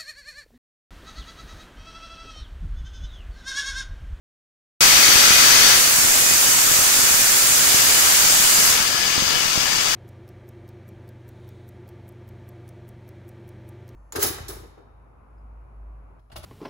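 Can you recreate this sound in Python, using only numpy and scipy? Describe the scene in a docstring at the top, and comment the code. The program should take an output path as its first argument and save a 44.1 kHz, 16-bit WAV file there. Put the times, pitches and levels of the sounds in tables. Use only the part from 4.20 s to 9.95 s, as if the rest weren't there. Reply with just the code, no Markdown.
"""At a quarry face, beside the boom of a hydraulic rock drill; the sound cuts in abruptly.
The bit grinds harshly for a second, crushed rock exciting the resonances of the drill steel. The steel then
rattles on more quietly, with brief friction squeals, under a bright jet of flushing air that falls away
near the end. The hammer modulates them all with a faint throb, and gusts pop on the right microphone."""
import sys
import numpy as np
from scipy import signal
from scipy.fft import rfft, irfft, next_fast_len
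from scipy.io import wavfile
from scipy.ndimage import uniform_filter1d

SR = 44100
rng = np.random.default_rng(int(sys.argv[2]) if len(sys.argv) > 2 else 0)


def waveform_to_disk(signal):
    """Save audio, clipped to [-1, 1], as 16-bit WAV at the path in sys.argv[1]."""
    frames = np.transpose(np.atleast_2d(signal))
    scaled = np.clip(frames, -1, 1) * 32767
    samples = np.round(scaled).astype(np.int16)
    wavfile.write(sys.argv[1], SR, samples)


N = 253575
START_S = .607

# Resonances of the drill steel and feed beam. Each row: frequency in Hz, width in Hz, relative lift in dB.
ROD_RESONANCES = [(1332, 219, 5.5), (1704, 103, 6.5), (2019, 24, 5.7), (2230, 116, 6.1), (2475, 105, 5.3),
                  (2750, 53, 6.9), (2962, 49, 9.9), (3383, 53, 6.2), (3676, 31, 5.1), (4557, 150, 4.9),
                  (4739, 66, 8.3), (5040, 41, 7.3), (6236, 23, 5.7), (7292, 255, 9.9)]


def gain_of(db):
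    """Amplitude ratio of a level in decibels."""
    return 10 ** (np.asarray(db) / 20)


def unit_rms(x):
    """Normalisation to an rms of 1."""
    return x / np.sqrt(np.mean(x ** 2) + 1e-20)


def interpolate(rows, hz):
    """Interpolation of each column of a spectrum table along a log-frequency axis."""
    row_hz, *columns = np.transpose(rows)
    return np.array([np.interp(np.log(hz + 1), np.log(row_hz + 1), column) for column in columns])


def wander(top_hz):
    """Low-pass noise: a random fluctuation of rms 1, up to about top_hz."""
    hz = np.fft.rfftfreq(N, 1 / SR)
    return unit_rms(irfft(rfft(rng.standard_normal(N)) * (hz > 1) / (1 + (hz / top_hz) ** 2), N))


def radiate(force, colour, modes, lift_scale, right_share, left_lead_s=0.000582):
    """Resonant filtering of a random force, partly coherent at two microphones; the left hears it first."""
    # Likeness of the two microphone signals. 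Each row: frequency in Hz, coherence from 0 to 1.
    likeness = [(100, 0), (600, 0.2), (1000, 0.3), (1600, 0.32), (2100, 0.16), (3000, 0.15), (4500, 0),
                (15000, 0.38)]
    size = next_fast_len(N + 8192)
    hz = np.fft.rfftfreq(size, 1 / SR)
    left, independent = rfft(force * rng.standard_normal((2, N)), size)
    coherence = interpolate(likeness, hz)[0]
    delayed = left * np.exp(-2j * np.pi * hz * left_lead_s)
    right = coherence * delayed + np.sqrt(1 - coherence ** 2) * independent
    lift_db = lift_scale * sum(db / (1 + (2 * (hz - centre) / width) ** 2) for centre, width, db in modes)
    response = gain_of(interpolate(colour, hz) + np.array([lift_db, right_share * lift_db]))
    return unit_rms(irfft(np.array([left, right]) * response, size)[:, :N])


def shifting(x, depth_db):
    """Random spectral modulation: patches of the spectrum swell and fade independently."""
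    spectra = signal.stft(x, nperseg=512, noverlap=384)[2]
    patches = uniform_filter1d(rng.standard_normal(spectra.shape[1:]), size=6, axis=0)  # over frequency
    patches = unit_rms(uniform_filter1d(patches, size=18, axis=1))  # over time
    shifted = signal.istft(spectra * gain_of(depth_db * patches), nperseg=512, noverlap=384)[1]
    return unit_rms(shifted[:, :N])


def hammer(rate_hz=39.77, decay_s=0.0033, return_share=0.28):
    """Periodic impact: the piston strikes once a cycle and knocks on its return, each a decaying surge."""
    cycles = rate_hz * np.arange(N) / SR
    blow, rebound = (np.exp(-((cycles + lag) % 1) / (rate_hz * decay_s)) for lag in (0, .5))
    return blow + return_share * rebound


def bit(blows, steady_db=-12, release_s=1.532, fade_db_per_s=84, throb=.2, flutter_db=0.47):
    """Forced vibration: rock crushed under the bit shakes the loaded steel until the bit loses its grip."""
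    # Spectrum of the grinding. Each row: frequency in Hz, left and right relative levels in dB.
    colour = [(30, -11, -7), (150, -12.5, -11.5), (400, -9, -10), (900, -7, -7.5), (1330, -3.5, -4),
              (2400, -0.5, -7), (3900, -1, -6), (4500, -1, -9), (6260, 1.5, -5.5), (7400, -29, -13),
              (8300, -24, -11), (10300, -19, -22), (12500, -24, -26), (15500, -23, -26)]
    # Resonances of the loaded steel. Each row: frequency in Hz, width in Hz, relative lift in dB.
    modes = [(1317, 101, 4.6), (1689, 37, 4.8), (2004, 51, 6.0), (2200, 34, 6.4), (2474, 39, 9.4),
             (3196, 36, 4.4), (3685, 27, 4.4), (4528, 176, 8.8), (4744, 52, 5.1), (5046, 41, 5.3),
             (5725, 50, 4.5), (5981, 99, 4.7), (6560, 71, 12.8)]
    level_db = steady_db - fade_db_per_s * np.maximum(np.arange(N) / SR - release_s, 0)
    force = (1 + throb * blows) * gain_of(flutter_db * wander(top_hz=19))
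    return gain_of(level_db) * radiate(force, colour, modes, lift_scale=1.12, right_share=0.48)


def rod_db(t, light_db=-22, hard_db=-19, middle_s=3.43, ramp_s=.35):
    """Level envelope of the drill steel: a light rattle, then a short ramp to a harder one."""
    hardness = np.clip(.5 + (t - middle_s) / ramp_s, 0, 1)
    return light_db + (hard_db - light_db) * hardness


def rod(blows, throb=0.6, flutter_db=0.5):
    """Friction noise: the turning steel scrapes unevenly in its guides and jumps with each blow."""
    # Spectrum of the rattle. Each row: frequency in Hz, left and right relative levels in dB.
    colour = [(30, -9, -3.5), (147, -6, -8.5), (394, -7.5, -9.5), (980, -2, -5), (1450, -4.5, -9.5),
              (2390, -2, -10), (3880, -1, -9), (4500, 0.5, -9.5), (6320, 2, -9), (7330, -7.5, -30),
              (8300, -9, -29), (10300, -18, -43), (12500, -22, -26), (15500, -16, -26)]
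    force = (1 + throb * blows) * gain_of(flutter_db * wander(top_hz=15))
    rattle = radiate(force, colour, ROD_RESONANCES, lift_scale=.92, right_share=0.9)
    rattle = shifting(rattle, depth_db=1.0)  # the contact point moves
    return gain_of(rod_db(np.arange(N) / SR)) * rattle


def flushing_air(blows, full_db=-14, weak_db=-26.5, throttle_s=4.5, bleed_s=.085, throb=0.14):
    """Jet noise: dusty air, chopped by the hammer, weakens as the throttled hose loses its pressure."""
    # Spectrum of the jet. Each row: frequency in Hz, left and right relative levels in dB.
    colour = [(30, -22, -11), (150, -40, -10.5), (393, -14, -11.5), (925, -15.5, -7), (1320, -10.5, -5.5),
              (2260, -7, -8), (3700, -15, -7), (4340, -9, -5.5), (6400, -3, -6.5), (7740, -0.5, -1.5),
              (8320, -7, -4), (10300, -13.5, -6.5), (12700, -18, -4.5), (16300, -10, -8.5)]
    # Bright peaks of the hiss. 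Each row: frequency in Hz, width in Hz, lift in dB.
    peaks = [(5900, 87, 5.5), (6070, 60, 6.5), (6550, 220, 4.5), (7300, 164, 4), (9400, 670, 5),
             (11340, 280, 5.5)]
    pressure = np.exp(-np.maximum(np.arange(N) / SR - throttle_s, 0) / bleed_s)
    flutter_db = 0.09 * wander(top_hz=16)
    grit_db = -0.4 * wander(top_hz=700)
    force = (1 + throb * blows) * gain_of(flutter_db + grit_db)
    hiss = shifting(radiate(force, colour, peaks, lift_scale=1, right_share=1), depth_db=1.07)
    return (pressure * gain_of(full_db) + (1 - pressure) * gain_of(weak_db)) * hiss


def rock_face(x, echo_db=-26, count=10):
    """Comb filtering: early reflections from rock and boom ripple each microphone's spectrum differently."""
    out = x.copy()
    for channel in range(2):
        for delay in rng.integers(SR // 300, SR // 40, count):
            out[channel, delay:] += gain_of(echo_db) * x[channel, :-delay]
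    return out


def faint_rubs(count=44, length_s=.17, under_db=-16, spread_db=5, detune=.006):
    """Random excitation of single modes: rows for squeals(), their levels following the rod's."""
    when, which, size, pitch = rng.random((count, 4)).T
    middle_s = START_S + when * (N / SR - START_S)
    mode_hz = np.array(ROD_RESONANCES)[(which * len(ROD_RESONANCES)).astype(int), 0]
    hz = mode_hz * (1 + detune * (2 * pitch - 1))
    level_db = rod_db(middle_s) + under_db + spread_db * size
    return list(zip(middle_s, length_s * (.5 + size), hz, level_db))


def squeals(blows, level_db=-2.0, waver_hz=7, shake=0.31, slip_rad=0.76, throb=.4, right_db=-11):
    """Friction-driven oscillation: a rub feeds one mode of the steel, which wavers, jolted by the blows."""
    # Strong rubs. Each row: middle and half-height length in seconds, pitch in Hz, relative level in dB.
    strong_rubs = [(0.95, 0.28, 4530, -24), (1.22, 0.12, 4519, -22), (1.68, 0.14, 4536, -24),
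                   (2.07, 0.22, 2496, -24.5), (3.68, 0.3, 2959, -32), (3.72, 0.25, 4760, -30),
                   (4.8, 0.24, 5048, -25), (4.87, 0.25, 1700, -27), (4.95, 0.4, 4745, -27),
                   (5.22, 0.14, 2955, -30), (5.65, 0.2, 3382, -29)]
    t = np.arange(N) / SR
    strength = (1 + shake * wander(top_hz=25)) * (1 + throb * blows)
    phase = slip_rad * wander(top_hz=40) + 2 * np.pi * np.cumsum(waver_hz * wander(top_hz=9.1)) / SR
    out = np.zeros(N)
    for middle_s, length_s, hz, db in strong_rubs + faint_rubs():
        near = abs(t - middle_s) < length_s
        swell = np.cos(np.pi / 2 * (t[near] - middle_s) / length_s) ** 2
        tone = np.sin(2 * np.pi * hz * t[near] + phase[near])
        out[near] += gain_of(db + level_db) * swell * strength[near] * tone
    return np.array([out, gain_of(right_db) * out])


def wind(blows, pop_s=0.0016, small_per_s=65, small_db=-29.5, spread_db=3, cutoff_hz=520, in_step=.8):
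    """Turbulent pressure pulses: each eddy sucks briefly at the right microphone port and rebounds."""
    # Strong gusts. Each row: time in seconds, peak level in dB.
    gusts = [(0.889, -11.5), (0.958, -9), (1.107, -9), (1.85, -14), (2.515, -16), (2.793, -15), (2.84, -16),
             (3.546, -14.5), (4.98, -11), (5.024, -12), (5.377, -11.5)]
    # Small eddies mostly come with the hammer's blows.
    chance = small_per_s / SR * (1 - in_step + in_step * blows / blows.mean())
    sizes = gain_of(small_db + spread_db * np.minimum(rng.exponential(1, N), 3))
    kicks = sizes * (rng.random(N) < chance)
    for time_s, db in gusts:
        kicks[round(time_s * SR)] += gain_of(db)
    age = np.arange(SR // 20) / SR / pop_s
    low_pass = signal.butter(2, cutoff_hz, fs=SR, output="sos")
    pulse = signal.sosfilt(low_pass, (age - 1) * np.exp(-age))
    pulse /= abs(pulse).max()
    pops = signal.oaconvolve(kicks, pulse)[np.argmin(pulse):][:N]  # deepest suction falls on the kick
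    return np.array([np.zeros(N), pops])


def scene():
    """Superposition: one hammer modulates bit, rod and air; squeals and wind join without reflections."""
    blows = hammer()
    drill = bit(blows) + rod(blows) + flushing_air(blows)
    return rock_face(drill) + squeals(blows) + wind(blows)


def record(dry, ceiling=.7, cutoff_hz=15740):
    """Saturation and band limiting: the sound cuts in, and the overloaded input rounds off its peaks."""
    gated = dry * (np.arange(N) / SR >= START_S)
    rounded = gated / (1 + (gated / ceiling) ** 4) ** (1 / 4)
    low_pass = signal.firwin(1023, cutoff_hz, window=("kaiser", 9), fs=SR)
    return signal.oaconvolve(rounded, low_pass[None], "same", axes=1)


dry = scene()
out = record(dry)
waveform_to_disk(out)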